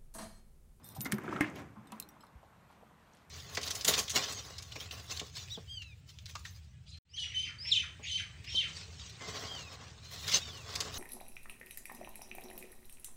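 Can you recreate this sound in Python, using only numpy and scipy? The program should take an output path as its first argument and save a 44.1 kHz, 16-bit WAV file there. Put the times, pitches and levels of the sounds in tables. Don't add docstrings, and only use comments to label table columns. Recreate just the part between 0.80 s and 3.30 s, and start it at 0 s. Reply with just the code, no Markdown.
import sys
import numpy as np
from scipy import signal
from scipy.fft import rfft, irfft
from scipy.io import wavfile
from scipy.ndimage import uniform_filter1d

SR = 44100
rng = np.random.default_rng(int(sys.argv[2]) if len(sys.argv) > 2 else 0)


def to_wav(s):
    ch = np.atleast_2d(s).T
    pcm = np.round(np.clip(ch, -1, 1) * 32767)
    wavfile.write(sys.argv[1], SR, pcm.astype(np.int16))


def volts_from_db(level):
    exponent = np.asarray(level, float) / 20
    return 10 ** exponent


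N = 110250


def evened(x):
    return x / np.sqrt(np.mean(x ** 2) + 1e-20)


def read(points, hz):
    f, value = np.transpose(points)
    return np.interp(np.log(hz + 1), np.log(f + 1), value)


def add(mix, s, sound):
    part = mix[round(s * SR):][:len(sound)]
    part += sound[:len(part)]


def dying(t60):
    t = np.arange(int(t60 * SR) + 8) / SR
    return t, volts_from_db(-60 * t / t60)


def band(x, hz, wide):
    edges = [hz / (1 + wide), min(hz * (1 + wide), SR / 2 - 99)]
    return signal.sosfilt(signal.butter(N=2, Wn=edges, btype="band", fs=SR, output="sos"), x)


def colour(x, points):
    gain = volts_from_db(read(points, np.fft.rfftfreq(len(x), 1 / SR)))
    return irfft(rfft(x) * gain, len(x))


def ring(modes, hits, spread_db):
    out = np.zeros(N)
    luck = rng.standard_normal((len(hits), len(modes)))
    for (s, hit_db), row in zip(hits, luck):
        for (hz, mode_db, t60), z in zip(modes, row):
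            t, fade = dying(t60)
            level = volts_from_db(hit_db + mode_db + spread_db * z)
            add(out, s, level * fade * np.sin(2 * np.pi * hz * t))
    return out


def single_modes(rows, rise_s):
    out = np.zeros(N)
    for s, db, hz, t60 in rows:
        t, fade = dying(t60)
        swell = 1 - np.exp(-t / rise_s)
        add(out, s, volts_from_db(db) * swell * fade * np.sin(2 * np.pi * hz * t))
    return out


def ticks(rows, wide):
    snap_height = 2.2
    out = np.zeros(N)
    grit = rng.standard_normal((len(rows), 6000))
    for (s, db, hz, t60), g in zip(rows, grit):
        t, fade = dying(t60)
        snap = snap_height * (np.arange(len(t))[:6000] == 2)
        drive = g[:len(t)] * fade[:6000] + snap
        add(out, s, volts_from_db(db) * band(drive, hz, wide))
    return out


def release():
    # (frequency [Hz], level [dB], t60 [s])
    door_modes = [(302, -2.5, 0.22), (288, -15, 0.25), (200, -15.5, 0.097), (342, -13.5, 0.26),
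                  (1065, -20.5, 0.17), (1806, -13, 0.11), (1852, -5.5, 0.071), (2130, -5, 0.064),
                  (2473, -20, 0.11), (770, 0.5, 0.01)]
    return ring(door_modes, [(.6085, -22.5)], 0)


def thumps():
    # (time [s], level [dB], frequency [Hz], t60 [s])
    thump_rows = [(.588, -26, 1280, .016), (0.184, -33, 127, 0.11), (0.26, -29, 270, 0.039),
                  (1.407, -62, 7800, .065), (1.407, -58, 5140, 0.051), (1.2, -38.5, 2620, 0.019),
                  (.253, -34, 2060, 0.066), (.261, -30.5, 2127, 0.04), (0.327, -27, 207, 0.15),
                  (0.199, -37.5, 200, 0.095), (.33, -29, 135, 0.1), (.335, -33.5, 369, 0.1),
                  (0.386, -34.5, 338, 0.036), (0.48, -30.5, 364, 0.061), (0.526, -33.5, 345, 0.077),
                  (0.565, -45, 334, 0.061), (0.607, -38, 146, 0.14), (0.758, -48.5, 278, 0.21),
                  (0.811, -48, 94, 0.096), (0.972, -43.5, 211, 0.15), (1.126, -41.5, 218.4, 0.14),
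                  (1.554, -39, 59.5, 0.087)]
    return single_modes(thump_rows, rise_s=0.0017)


def knocks():
    # (time [s], level [dB], frequency [Hz], t60 [s])
    knock_rows = [(.164, -50, 775, 0.096), (.642, -36, 1760, 0.037), (.455, -60, 3470, 0.038),
                  (.489, -53, 3060, .03), (.508, -48, 1400, 0.028), (.533, -44, 1370, .025),
                  (.563, -50.5, 2930, 0.03), (.275, -52, 1920, 0.044), (.254, -41, 1420, .09),
                  (.615, -43, 2096, .25), (1.121, -50.5, 2660, .05), (1.365, -57.5, 1010, 0.04),
                  (.255, -45.5, 760, 0.11), (.322, -43.5, 3200, 0.035), (.321, -34, 1815, 0.049),
                  (.383, -37.5, 1350, 0.029), (.443, -41, 1160, 0.022), (.479, -33.5, 1300, 0.025),
                  (.524, -35, 1100, 0.032), (.561, -36.5, 1350, 0.049), (.96, -58, 1050, .33),
                  (.608, -29, 1607, 0.038), (.76, -49.5, 2440, 0.075), (1.122, -50, 975, 0.12),
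                  (1.435, -54.5, 957, .06), (1.63, -54, 767, 0.072), (1.653, -71, 874, 0.018),
                  (1.9, -56.5, 844, 0.053), (2.011, -55.5, 820, .04), (2.026, -53, 604, .05)]
    wide, rise_s, tone_db, grit_db = 0.33, 0.00028, 0, 1
    out = np.zeros(N)
    noise = rng.standard_normal((len(knock_rows), 16000))
    for (s, db, hz, t60), g in zip(knock_rows, noise):
        t, fade = dying(t60)
        tone = volts_from_db(tone_db) * np.sin(2 * np.pi * hz * t)
        grit = volts_from_db(grit_db) * evened(band(g, hz, wide))[-len(t):]
        drive = (tone + grit) * fade * (1 - np.exp(-t / rise_s))
        add(out, s, volts_from_db(db) * band(drive, hz, 2 * wide))
    return out


def lock_ticks():
    # (time [s], level [dB], centre [Hz], t60 [s])
    tick_rows = [(.0887, -40, 14300, 0.017), (.2068, -31.5, 5840, 0.021), (.248, -36.5, 7600, 0.019),
                 (.317, -36, 4770, 0.01), (.3212, -28, 7600, 0.03), (.3835, -47.5, 7860, 0.011),
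                 (.608, -36, 5400, 0.046), (.6082, -37.5, 14000, 0.014), (1.1204, -41.5, 6400, 0.014),
                 (1.1997, -30.5, 10800, 0.015), (2.371, -55, 4970, 0.007), (2.497, -55.5, 8100, 0.0094)]
    return ticks(tick_rows, 0.95)


def scrape():
    # (time [s], level [dB])
    effort = [(0, -76), (.15, -64.5), (.3, -48.5), (.4, -48), (.56, -41), (.69, -46), (.73, -51.5),
              (.8, -45.5), (.85, -53), (.95, -68.5), (1.1, -60.5), (1.35, -66)]
    # (frequency [Hz], level [dB per Hz])
    scrape_spectrum = [(65, -41), (110, -9), (299, -3), (444, -12), (2160, -20), (4220, -41), (6400, -37.5),
                       (16000, -58)]
    slips_per_s, slip_spread_db = 4000, 1.6
    height = volts_from_db(slip_spread_db * np.minimum(rng.exponential(1, N), 4))
    slips = height * (rng.random(N) < slips_per_s / SR) * rng.standard_normal(N)
    friction = evened(slips) + 0.77 * rng.standard_normal(N)
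    s, db = np.transpose(effort)
    s, db = np.r_[s, s[-1] + .3], np.r_[db, db[-1] - 25]
    level = volts_from_db(np.interp(np.arange(N) / SR, s, db))
    return level * evened(colour(friction, scrape_spectrum))


def grip():
    level_db, centre_hz, until_s, fade_s = -55.5, 117, 1.17, 0.3
    lumps = volts_from_db(2.7 * evened(uniform_filter1d(rng.standard_normal(N), size=1800)))
    alive = np.clip((until_s - np.arange(N) / SR) / fade_s, 0, 1)
    return volts_from_db(level_db) * alive * evened(lumps * band(rng.standard_normal(N), centre_hz, 0.57))


def keys():
    # (frequency [Hz], level [dB], t60 [s])
    long_key = [(3740, -19, .09), (9288, -11, .085), (13850, 0, .15)]
    split_ring = [(14160, 0, .11), (11480, -7, .03), (13350, -8, .04), (9285, -5, .06)]
    short_key = [(4105, 0, .06), (4060, -9, .07), (5130, -11, .04), (7780, -16, .05), (11300, -9, .03),
                 (3747, -8, .06)]
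    clip = [(8430, 0, .045), (3600, -6, .11), (11230, -12, .05), (5071, -14, .12)]
    tag = [(5720, 0, .043), (7780, -6, .028), (9730, -4, .03), (14100, -4, .05)]
    # (time [s], level [dB])
    long_hits = [
        (0.2148, -36.5),
    ]
    ring_hits = [
        (.047, -59),
        (.058, -60),
        (.101, -59),
        (.151, -57),
        (.23, -54),
        (.342, -51),
        (.384, -60),
        (.437, -64),
        (1.2, -51),
    ]
    short_hits = [
        (1.2, -51),
        (1.2246, -49),
        (1.407, -63),
        (1.438, -69),
        (1.468, -68),
    ]
    clip_hits = [
        (.036, -66),
        (.044, -54),
        (.074, -76),
        (.743, -83),
        (.779, -74),
        (1.073, -60),
        (1.318, -70),
    ]
    tag_hits = [
        (.121, -61),
        (1.289, -54),
        (1.305, -68),
    ]
    # (time [s], level [dB], frequency [Hz], t60 [s])
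    pings = [(.1005, -55, 9288, .05), (.152, -53, 9280, .1), (.324, -46, 9000, .04),
             (.047, -52, 11600, .03), (.058, -58, 11400, .025), (.074, -60, 11350, .04),
             (.058, -60, 8500, .06), (.163, -59, 13800, .12), (.0887, -50, 13100, .015),
             (1.072, -57, 3950, .018), (1.104, -63, 2600, .06), (1.122, -54, 9600, .025),
             (1.121, -56, 4250, .02), (1.183, -71, 8430, .05), (1.2, -50, 11560, .016),
             (1.2, -54, 9765, .028), (1.2, -54, 13830, .03), (1.2, -57, 4753, .022),
             (1.289, -66, 3682, .05), (.03, -66, 5150, .35), (1.305, -68, 6500, .025),
             (1.408, -65, 3100, .04), (1.417, -66, 3140, .04), (1.416, -72, 11160, .07),
             (1.439, -68, 11160, .04), (1.44, -71, 9744, .06), (1.467, -70, 5200, .05),
             (.758, -62, 6600, .04), (.779, -62, 6500, .04), (.779, -66, 5750, .2)]
    # (time [s], level [dB], centre [Hz])
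    crackles = [(.0635, -46, 12500), (.074, -51, 11000), (.199, -42, 11900), (0.341, -38, 5030),
                (0.252, -38, 4200), (0.7, -44.5, 7000), (.702, -64, 13000), (0.759, -48.5, 12600),
                (.759, -52, 5540), (.769, -60, 12700), (0.78, -58, 12300), (0.789, -56, 12300),
                (0.795, -56, 12700), (1.289, -44, 13000), (1.289, -52, 4300), (.537, -58, 12500),
                (.8185, -53, 6500), (.8185, -60, 11800), (1.428, -55, 5000), (1.448, -57, 5250),
                (2.335, -53, 6300), (2.35, -55, 9000), (1.915, -64, 9400), (1.928, -64, 9300)]
    pieces = [(long_key, long_hits), (split_ring, ring_hits), (short_key, short_hits),
              (clip, clip_hits), (tag, tag_hits)]
    chimes = sum(ring(modes, hits, 0.66) for modes, hits in pieces)
    contacts = [(s, db + 6, 9900, 0.0081) for _, hits in pieces for s, db in hits]
    drags = [(s, db, hz, .014) for s, db, hz in crackles]
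    loose = rattle([mode for modes, _ in pieces for mode in modes])
    return chimes + ticks(contacts, 0.46) + single_modes(pings, rise_s=0.0001) + ticks(drags, .2) + loose


def rattle(modes):
    # (start [s], length [s], level [dB])
    spells = [
        (.03, .115, -69),
        (.145, .03, -67),
        (.17, .03, -74),
    ]
    touches_per_s, damping = 900, .3
    t, level = np.arange(N) / SR, np.zeros(N)
    for s, length, db in spells:
        level += volts_from_db(db) * np.clip(1 - ((t - s) / length * 2 - 1) ** 4, 0, 1)
    out = np.zeros(N)
    for hz, db, t60 in modes:
        touches = level * rng.standard_normal(N) * (rng.random(N) < touches_per_s / SR)
        u, fade = dying(damping * t60)
        chime = volts_from_db(.5 * db) * fade * np.sin(2 * np.pi * hz * u)
        out += signal.oaconvolve(touches, chime)[:N]
    return out


def rubs():
    # (start [s], length [s], level [dB], centre [Hz])
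    rub_rows = [(0.038, 0.03, -66, 12500), (0.147, 0.032, -58, 5000), (0.255, 0.022, -48, 3560),
                (0.506, 0.049, -61, 2900), (0.609, 0.04, -61, 9000), (0.614, 0.087, -53.5, 1420),
                (0.745, 0.076, -60, 2450), (1.116, 0.12, -60.5, 856), (1.119, .07, -73, 8000),
                (1.89, 0.092, -72, 1790), (2.173, 0.24, -74, 1640), (2.315, 0.15, -72.5, 2450)]
    wide, grain_db = 1.1, 20
    out = np.zeros(N)
    noise = rng.standard_normal((len(rub_rows), 8000, 2))
    for (s, length, db, hz), g in zip(rub_rows, noise):
        u = np.linspace(0, 1, min(int(length * SR), 8000))
        lumps = volts_from_db(grain_db * uniform_filter1d(g[:, 1], size=40))
        grain = evened(band(g[:, 0] * lumps, hz, wide))
        stroke = np.sqrt(abs(np.sin(np.pi * u ** .7)))
        add(out, s, volts_from_db(db) * stroke * grain[:len(u)])
    return out


def passage(x):
    # (frequency [Hz], t60 [s])
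    tile_t60 = [(200, .35), (2000, .24), (12000, .11)]
    taps = np.zeros(SR // 2)
    at = np.arange(120, SR // 2 - 20, 20)
    taps[at + rng.integers(0, 20, len(at))] = rng.choice([-1., 1.], len(at))
    hz, t, z = signal.stft(taps, SR, nperseg=256)
    fade = volts_from_db(-60 * t / read(tile_t60, hz)[:, None])
    tail = signal.istft(z * fade, SR, nperseg=256)[1]
    return signal.fftconvolve(x, tail / np.linalg.norm(tail))[:N]


def hum():
    # (frequency [Hz], level [dB per Hz])
    hum_spectrum = [(12, -39), (20, -5), (65, 6.5), (174, -3.5), (393, -9), (994, -4.5), (4930, -27.5),
                    (13200, -30), (16500, -46)]
    # (centre [Hz], width [Hz], height [dB])
    hum_bumps = [(183.7, 50, 7), (10620, 700, -5)]
    level_db, patch_db = -62, 1.2
    frames, hz = N // 256 + 5, np.fft.rfftfreq(1024, 1 / SR)
    a, b, patches = rng.standard_normal((frames, 513, 3)).T
    patches = evened(uniform_filter1d(uniform_filter1d(patches, 8, 0), 10, 1))
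    shape_db = read(hum_spectrum, hz)
    for centre, width, db in hum_bumps:
        shape_db = shape_db + db * np.exp(-((hz - centre) / width) ** 2)
    z = (a + 1j * b) * volts_from_db(shape_db[:, None] + patch_db * patches)
    return volts_from_db(level_db) * evened(signal.istft(z, nperseg=1024, noverlap=768)[1][:N])


def scene():
    wet_db = -16.5
    door = release() + thumps() + knocks() + lock_ticks() + scrape()
    near = door + keys() + rubs()
    return (near + volts_from_db(wet_db) * passage(near) + grip() + hum())[None]


def roll_off(x):
    return signal.sosfilt(signal.butter(12, 16970, fs=SR, output="sos"), x)


def record(dry):
    low_hz, stop_hz = 56, 16100
    high_pass = signal.butter(N=2, Wn=low_hz, btype="high", fs=SR, output="sos")
    low_pass = signal.cheby2(N=10, rs=25, Wn=stop_hz, fs=SR, output="sos")
    mix = signal.sosfilt(low_pass, signal.sosfilt(high_pass, dry))
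    return roll_off(mix)


dry = scene()
out = record(dry)
to_wav(out)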